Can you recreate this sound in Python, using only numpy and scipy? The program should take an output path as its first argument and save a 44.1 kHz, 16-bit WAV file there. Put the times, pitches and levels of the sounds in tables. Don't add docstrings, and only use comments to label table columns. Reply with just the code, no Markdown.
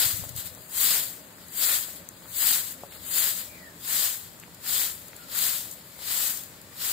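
import sys
import numpy as np
from scipy import signal
from scipy.fft import rfft, irfft, next_fast_len
from scipy.io import wavfile
from scipy.ndimage import uniform_filter1d, map_coordinates

SR = 44100
rng = np.random.default_rng(int(sys.argv[2]) if len(sys.argv) > 2 else 0)


def volts_from_decibels(level):
    exponent = np.asarray(level, float) / 20
    return 10 ** exponent


def digitize_waveform(pressure):
    field = np.atleast_2d(pressure).T
    bounded = np.clip(field, -1, 1)
    quanta = np.round(bounded * 32767).astype(np.int16)
    wavfile.write(sys.argv[1], SR, quanta)


N = 305172

# f/Hz, level/dB
LEFT_PORT = [(300, 0), (1000, 2), (1900, 5), (2700, -2), (4300, 3.5), (5200, 1), (5800, 1.5), (7600, 11.5),
             (9800, 1.5), (11300, 7), (12200, 2), (14400, 12.5), (15600, 2)]
RIGHT_PORT = [(300, 0.5), (1000, 0), (1900, 2.5), (2300, -1.5), (2800, 1.5), (4200, 1), (5200, -0.5),
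              (5800, 4.5), (6800, 1), (10000, 1.5), (11000, -5), (15000, -4), (15700, -23)]
# f/Hz, level/dB per Hz
HISS = [(4800, -56), (5600, -4), (6200, -3), (16000, 1.5)]
GRIT = [(2200, -20), (2900, -2.5), (5300, 0), (6200, -18)]
SCRAPE = [(250, -31), (500, -11), (900, -8.5), (1600, -3.5), (2600, 0), (3200, -22)]
AIR = [(25, -42), (45, -26), (62, 5.5), (110, 3.5), (175, 4), (250, -0.5), (400, -2), (620, -10.5),
       (900, -3), (2000, -11), (4000, -9.5), (8000, -14.5), (16000, -16.5)]
# f/Hz, left-right correlation/1
BROOM_ALIKE = [(300, 0.77), (1300, 0.79), (2000, 0.24), (2600, 0.33), (3300, 0.85), (4800, 0.14),
               (6800, 0.022)]
AIR_ALIKE = [(60, 1), (130, 0.99), (300, 0.75), (700, 0.72), (1000, 0.14), (3000, 0.096)]
# full contact t/s, hold/s, tip hiss level/dB, landing/(dB/s), lifting/(dB/s)
STROKES = [
    (-.05, 0.083, -21.5, 250, 90),
    (0.802, 0.15, -23, 213, 107),
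    (1.596, 0.16, -24.5, 287, 142),
    (2.401, 0.15, -23, 213, 129),
    (3.155, 0.1, -23.5, 172, 100),
    (3.903, 0.17, -26, 234, 116),
    (4.686, 0.16, -27, 354, 130),
    (5.368, 0.16, -27.5, 263, 102),
    (6.097, 0.2, -27.5, 189, 121),
    (6.845, 0.24, -27.5, 250, 120),
]
# t/s, hold/s, level/dB, extra level of thick stalks/dB
BRUSHES = [(0.376, 0.033, -34, -0.5), (0.451, 0.032, -37.5, 0), (0.517, 0.15, -51, 0.5),
           (1.397, 0.095, -54, 5.5), (1.876, 0.11, -46, 0), (2.17, 0.14, -56, 5), (2.673, 0.055, -40, -1),
           (2.79, 0.074, -54, 2), (2.916, .05, -49.5, 7.5), (2.998, .05, -54, 7),
           (3.375, 0.047, -36.5, -1.5), (4.2, 0.044, -46.5, -6), (4.98, 0.11, -51, -4),
           (5.152, 0.088, -52, 3), (5.72, 0.016, -45, -8), (5.786, 0.16, -53, 0), (6.365, 0.015, -42, -12)]
# t/s, level/dB
YARD = [(0.0, -50.5), (0.75, -58), (1.04, -51.5), (1.41, -59), (1.71, -56.5), (3.47, -54.5), (4.03, -61),
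        (5.65, -55), (5.9, -59.5), (6.32, -54.5), (6.57, -60.5), (6.92, -57)]
# middle t/s, peak level/dB, f/Hz
BUFFETS = [(.065, -34.5, 105), (0.143, -34, 106), (.18, -44, 120), (0.198, -35, 147), (0.227, -35, 94),
           (.268, -39, 115), (.31, -39, 125), (.335, -40, 104), (0.36, -36, 109), (0.389, -39, 98),
           (0.46, -42, 94), (.52, -46, 90), (.61, -50, 100)]
# t/s, peak level/dB, f/Hz, left-right level/dB
KNOCKS = [(0.237, -31.5, 670, 1.5), (0.573, -38.5, 587, 1.0), (1.383, -38.5, 1490, 3.5),
          (1.883, -39, 600, 0.5), (2.22, -46, 904, 5), (2.256, -36, 1130, 5), (2.834, -26, 634, 2),
          (2.923, -29, 2530, 2), (2.962, -42, 1200, 14), (3.755, -42, 210, 2), (4.429, -35, 2400, -4),
          (4.436, -31.5, 2100, 9), (4.478, -40, 616, -2), (5.132, -32.5, 1870, 8), (5.656, -40, 1060, 2.5),
          (5.988, -40, 743, 2.0), (6.017, -41, 684, 5)]
# delay t/s, level/dB
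WALL = [
    (.007, -12),
    (.014, -12),
    (.023, -20),
]
# t/s, peak level/dB, burst/ms
TICKS = [(0.2915, -23, 2.7), (0.3624, -21.5, 3.0), (0.5485, -29, 2.2), (1.4834, -31.5, 3.0),
         (1.9599, -36, 3.0), (2.0886, -24, 1.8), (2.9077, -44, 3.0), (2.9224, -36, 2.6), (4.3334, -38, 3.0),
         (4.398, -31, 3.7), (4.545, -35, 4.7), (4.6128, -38, 3.0), (5.082, -31, 3.0), (5.164, -28, 2.7),
         (5.7113, -25.5, 6.3), (6.3722, -19.5, 3.6), (6.436, -25.5, 1.6), (6.6144, -33, 3.0)]
# t/s, length/s, first f/Hz, last f/Hz, level/dB
WHISTLES = [
    (1.97, 0.13, 270, 235, -62),
    (3.5, 0.1, 2390, 2320, -55),
    (3.585, .13, 2038, 1720, -52.5),
    (5.2, .2, 1431, 1230, -56.5),
    (5.895, .1, 2370, 2050, -64),
]
# f/Hz, level over the neighbouring lines/dB
THINNING = [(1500, -20), (2500, -1), (3200, 0), (4000, 1), (4900, 3), (5400, 8), (5900, 11.5), (6300, 9),
            (6800, -14), (9300, -6), (11000, -20)]
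# t/s, threshold shift/dB
THIN_DRIFT = [(0, -2), (.6, 0), (3.1, 1.5), (3.5, -.5), (6.9, -2)]
# t/s, threshold shift/dB
THIN_PEAK = [(0, 5), (3.1, 6.5), (3.8, 2.5), (6.9, 2)]

BRUSH_LANDS, BRUSH_LIFTS = 570, 460
KNEE_DB, REST_DB = 3, -58
NEAR_S, FAR_S = 2.8, 5.6
THICK_LAG_S = (0.002, -0.016)
THICK_LIFTS = 1.013
DIG_FADE_S = 0.11
THIN_START, THIN_HOP = 514, 1024


def unit(x):
    return x / np.sqrt(np.mean(x ** 2) + 1e-20)


def along(points, hz):
    f, v = np.transpose(points)
    return np.interp(np.log(hz + 1), np.log(f + 1), v)


def wobble(rate):
    knots = rng.standard_normal(int(N * rate / SR) + 4)
    return map_coordinates(knots, [np.arange(N) * rate / SR])


def filtered(x, response):
    m = next_fast_len(N + 8192)
    return irfft(rfft(x, m) * response(np.fft.rfftfreq(m, 1 / SR)), m)[..., :N]


def ports(hz, lag_ms):
    lag = np.exp(-1j * np.pi * hz * lag_ms / 1000)
    return np.array([volts_from_decibels(along(LEFT_PORT, hz)) * lag, volts_from_decibels(along(RIGHT_PORT, hz)) / lag])


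def heard(pair, spectrum, alike, lag_ms):
    hz = np.fft.rfftfreq(N, 1 / SR)
    turn = np.arccos(np.clip(along(alike, hz), -1, 1)) / 2
    mid, side = rfft(pair) * volts_from_decibels(along(spectrum, hz)) * [np.cos(turn), np.sin(turn)]
    out = irfft(np.array([mid + side, mid - side]) * ports(hz, lag_ms), N)
    return out / np.std(out.mean(0))


def tips(clump_db, loose_db, loose_share):
    rub = rng.standard_normal((2, N)) * volts_from_decibels(clump_db * wobble(700))
    loose = (rng.random(N) < np.clip(loose_share, 0, 1)) * volts_from_decibels(loose_db)
    return rub + loose * rng.standard_normal((2, N))


def slow():
    return np.arange(N // 44 + 2) * 44 / SR


def contact(s, hold, db, lands, lifts):
    t = slow() - s
    slopes = np.logaddexp(-lands * t / KNEE_DB, lifts * (t - hold) / KNEE_DB)
    return volts_from_decibels(db - KNEE_DB * np.logaddexp(0, slopes))


def pressure(near_db=0, far_db=0, thick=0):
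    t, power = slow(), 0
    for s, hold, db, lands, lifts in STROKES:
        dig_db = np.interp(s, [NEAR_S, FAR_S], (near_db, far_db))
        lag = np.interp(s, [NEAR_S, FAR_S], THICK_LAG_S)
        depth = np.interp(t - s, [0, hold, hold + DIG_FADE_S], [0, 1, 0]) - 0.5
        touch = contact(s + thick * lag, hold, db, lands, lifts * THICK_LIFTS ** thick)
        power = power + (touch * volts_from_decibels(dig_db * depth)) ** 2
    for s, hold, db, more_db in BRUSHES:
        power = power + contact(s, hold, db + thick * more_db, BRUSH_LANDS, BRUSH_LIFTS) ** 2
    return np.interp(np.arange(N) / SR, t, power)


def drag_gain(db, near_db, far_db, rest_db, thick):
    return np.sqrt(pressure(near_db, far_db, thick) * volts_from_decibels(2 * db) + volts_from_decibels(2 * rest_db))


def broom():
    drag = 0.53 * wobble(25) + 0.66 * wobble(90) + 0.5 * wobble(8.3)

    hiss = heard(tips(0.84, 11.5, 0.0018), HISS, BROOM_ALIKE, lag_ms=0.025)
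    hiss *= drag_gain(0, 1, 2, REST_DB, thick=0) * volts_from_decibels(drag + 0.19 * wobble(30))

    grit = heard(tips(0.61, 11, 0.001), GRIT, BROOM_ALIKE, lag_ms=0.027)
    grit *= drag_gain(-8, 2.5, 2, -62, thick=1) * volts_from_decibels(drag + 0.91 * wobble(30) + 0.8 * wobble(45))

    scrape = heard(tips(1.4, 9.6, 0.0013), SCRAPE, BROOM_ALIKE, lag_ms=0.11)
    scrape *= drag_gain(-15.5, 3.5, 2.5, -62.5, thick=1) * volts_from_decibels(drag + 0.49 * wobble(30) + 0.91 * wobble(18))
    return hiss + grit + scrape


def village():
    t = np.arange(N) / SR
    air = volts_from_decibels(-52.5 + 0.44 * wobble(2.59)) * heard(tips(1.0, 3.7, 0.0013), AIR, AIR_ALIKE, lag_ms=0.025)

    dull = [(120, -10), (200, -1.0), (260, 3.5), (400, -5), (600, 3.5), (900, -20.5), (1400, -31.5)]
    duck_db = 3 * np.tanh(pressure() * volts_from_decibels(89))
    yard_db = np.interp(t, *np.transpose(YARD)) - duck_db + 1.2 * wobble(12)
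    yard = volts_from_decibels(yard_db) * heard(tips(0.55, 2.7, 0.00088), dull, AIR_ALIKE, lag_ms=0.061)

    hum_hz, width_hz = 172.3, 22
    hum = filtered(rng.standard_normal(N), lambda f: 1 / (1 + (2 * (f - hum_hz) / width_hz) ** 2))
    hum = volts_from_decibels(-62.5) * unit(hum)

    low = [(25, -45), (42, -10), (60, 3.5), (110, 16), (170, -20), (300, -51)]
    rumble = heard(rng.standard_normal((2, N)), low, [(60, 0.28)], lag_ms=0) * volts_from_decibels([[3], [-4]])
    rumble = unit(volts_from_decibels(-3.5 * wobble(2.5) + 1.8 * wobble(17)) * rumble)
    gust_db = 13 * np.exp(-(t / 0.46) ** 2)
    return air + yard + hum + volts_from_decibels(-64.5 + gust_db) * rumble


def buffets():
    t, push = np.arange(SR) / SR, np.zeros(SR)
    for s, db, hz in BUFFETS:
        cycles = (t - s) * hz
        push -= volts_from_decibels(db) * np.exp(-(cycles / 0.84) ** 2) * np.cos(2 * np.pi * cycles)
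    return np.pad(push, (0, N - SR)) * volts_from_decibels([[4], [-12]])


def knocks():
    out, t = np.zeros((2, N + SR)), np.arange(SR // 20) / SR
    for s, db, hz, pan_db in KNOCKS:
        cycles = 1.05 * t * hz - 1.5
        swing = np.exp(-(cycles / 0.39) ** 2) * np.cos(2 * np.pi * cycles)
        after = 0.28 * np.exp(-((cycles - 1) / 0.5) ** 2) * np.cos(2 * np.pi * cycles)
        pan = volts_from_decibels([[pan_db / 2], [-pan_db / 2]])
        out[:, round(s * SR):][:, :len(t)] += volts_from_decibels(db + 1.0) * (swing + after) * pan
    out = out[:, :N]
    return out + sum(volts_from_decibels(db) * np.roll(out, round(s * SR), axis=1) for s, db in WALL)


def ticks():
    shape, t = np.zeros(N + SR), np.arange(SR // 10) / SR
    for s, db, ms in TICKS:
        u = t / (ms / 3000 + 1e-4)
        shape[round(s * SR):][:len(t)] += volts_from_decibels(db - 9.5) * u * np.exp(1 - u)
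    bright = [(2500, -36), (4500, -4.5), (8000, -2.5), (16000, -2.0)]
    return shape[:N] * heard(rng.standard_normal((2, N)), bright, BROOM_ALIKE, lag_ms=0.016)


def bird():
    out, t = np.zeros((2, N)), np.arange(N) / SR
    for s, hold, first_hz, last_hz, db in WHISTLES:
        turn = 2 * np.pi * np.cumsum(np.interp(t, [s, s + hold], [first_hz, last_hz])) / SR
        rate = first_hz / 8
        smear = [wobble(rate) * np.sin(turn) + wobble(rate) * np.cos(turn) for ear in range(2)]
        gain = np.interp(t, slow(), contact(s, hold, db, 400, 400)) * volts_from_decibels(1.3 * wobble(30))
        out += gain * (0.52 * np.sin(turn) + np.array(smear))
    return out


def thin_out(x):
    hop = THIN_HOP
    n, k = np.arange(2 * hop) + 0.5, np.arange(hop) + 0.5
    window = np.sin(np.pi * n / 2 / hop)
    basis = window * np.cos(np.pi / hop * np.outer(k, n + hop / 2)) * np.sqrt(2 / hop)
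    count = N // hop + 3
    padded = np.pad(x, ((0, 0), (2 * hop - THIN_START, 3 * hop)))
    blocks = padded[:, :(count + 1) * hop].reshape(2, -1, hop)
    lines = np.concatenate([blocks[:, :-1], blocks[:, 1:]], axis=2) @ basis.T

    level_db = 20 * np.log10(np.abs(lines) + 1e-9)
    around_db = uniform_filter1d(level_db, size=140, axis=2)
    bands = rng.standard_normal((count, hop // 16)).repeat(16, axis=1)

    s = (THIN_START + hop * (np.arange(count) - 1)) / SR
    before = sum(np.exp(-((s + 0.1 - row[0]) / 0.21) ** 2) for row in STROKES[1:])
    shift_db = np.interp(s, *np.transpose(THIN_DRIFT)) + before * np.interp(s, *np.transpose(THIN_PEAK))
    limit_db = around_db + along(THINNING, k * SR / 2 / hop) + shift_db[:, None] + 4.5 * bands

    halves = (lines * (level_db > limit_db)) @ basis
    joined = halves[:, 1:, :hop] + halves[:, :-1, hop:]
    return joined.reshape(2, -1)[:, hop - THIN_START:][:, :N]


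def scene():
    return broom() + village() + buffets() + knocks() + ticks() + bird()


def top_cut(x):
    return signal.sosfilt(signal.butter(12, 16500, fs=SR, output="sos"), x)


def record(dry):
    banded = filtered(dry, lambda hz: (hz < 15650) / (1 + (33 / (hz + 1)) ** 4))
    return top_cut(thin_out(banded))


dry = scene()
out = record(dry)
digitize_waveform(out)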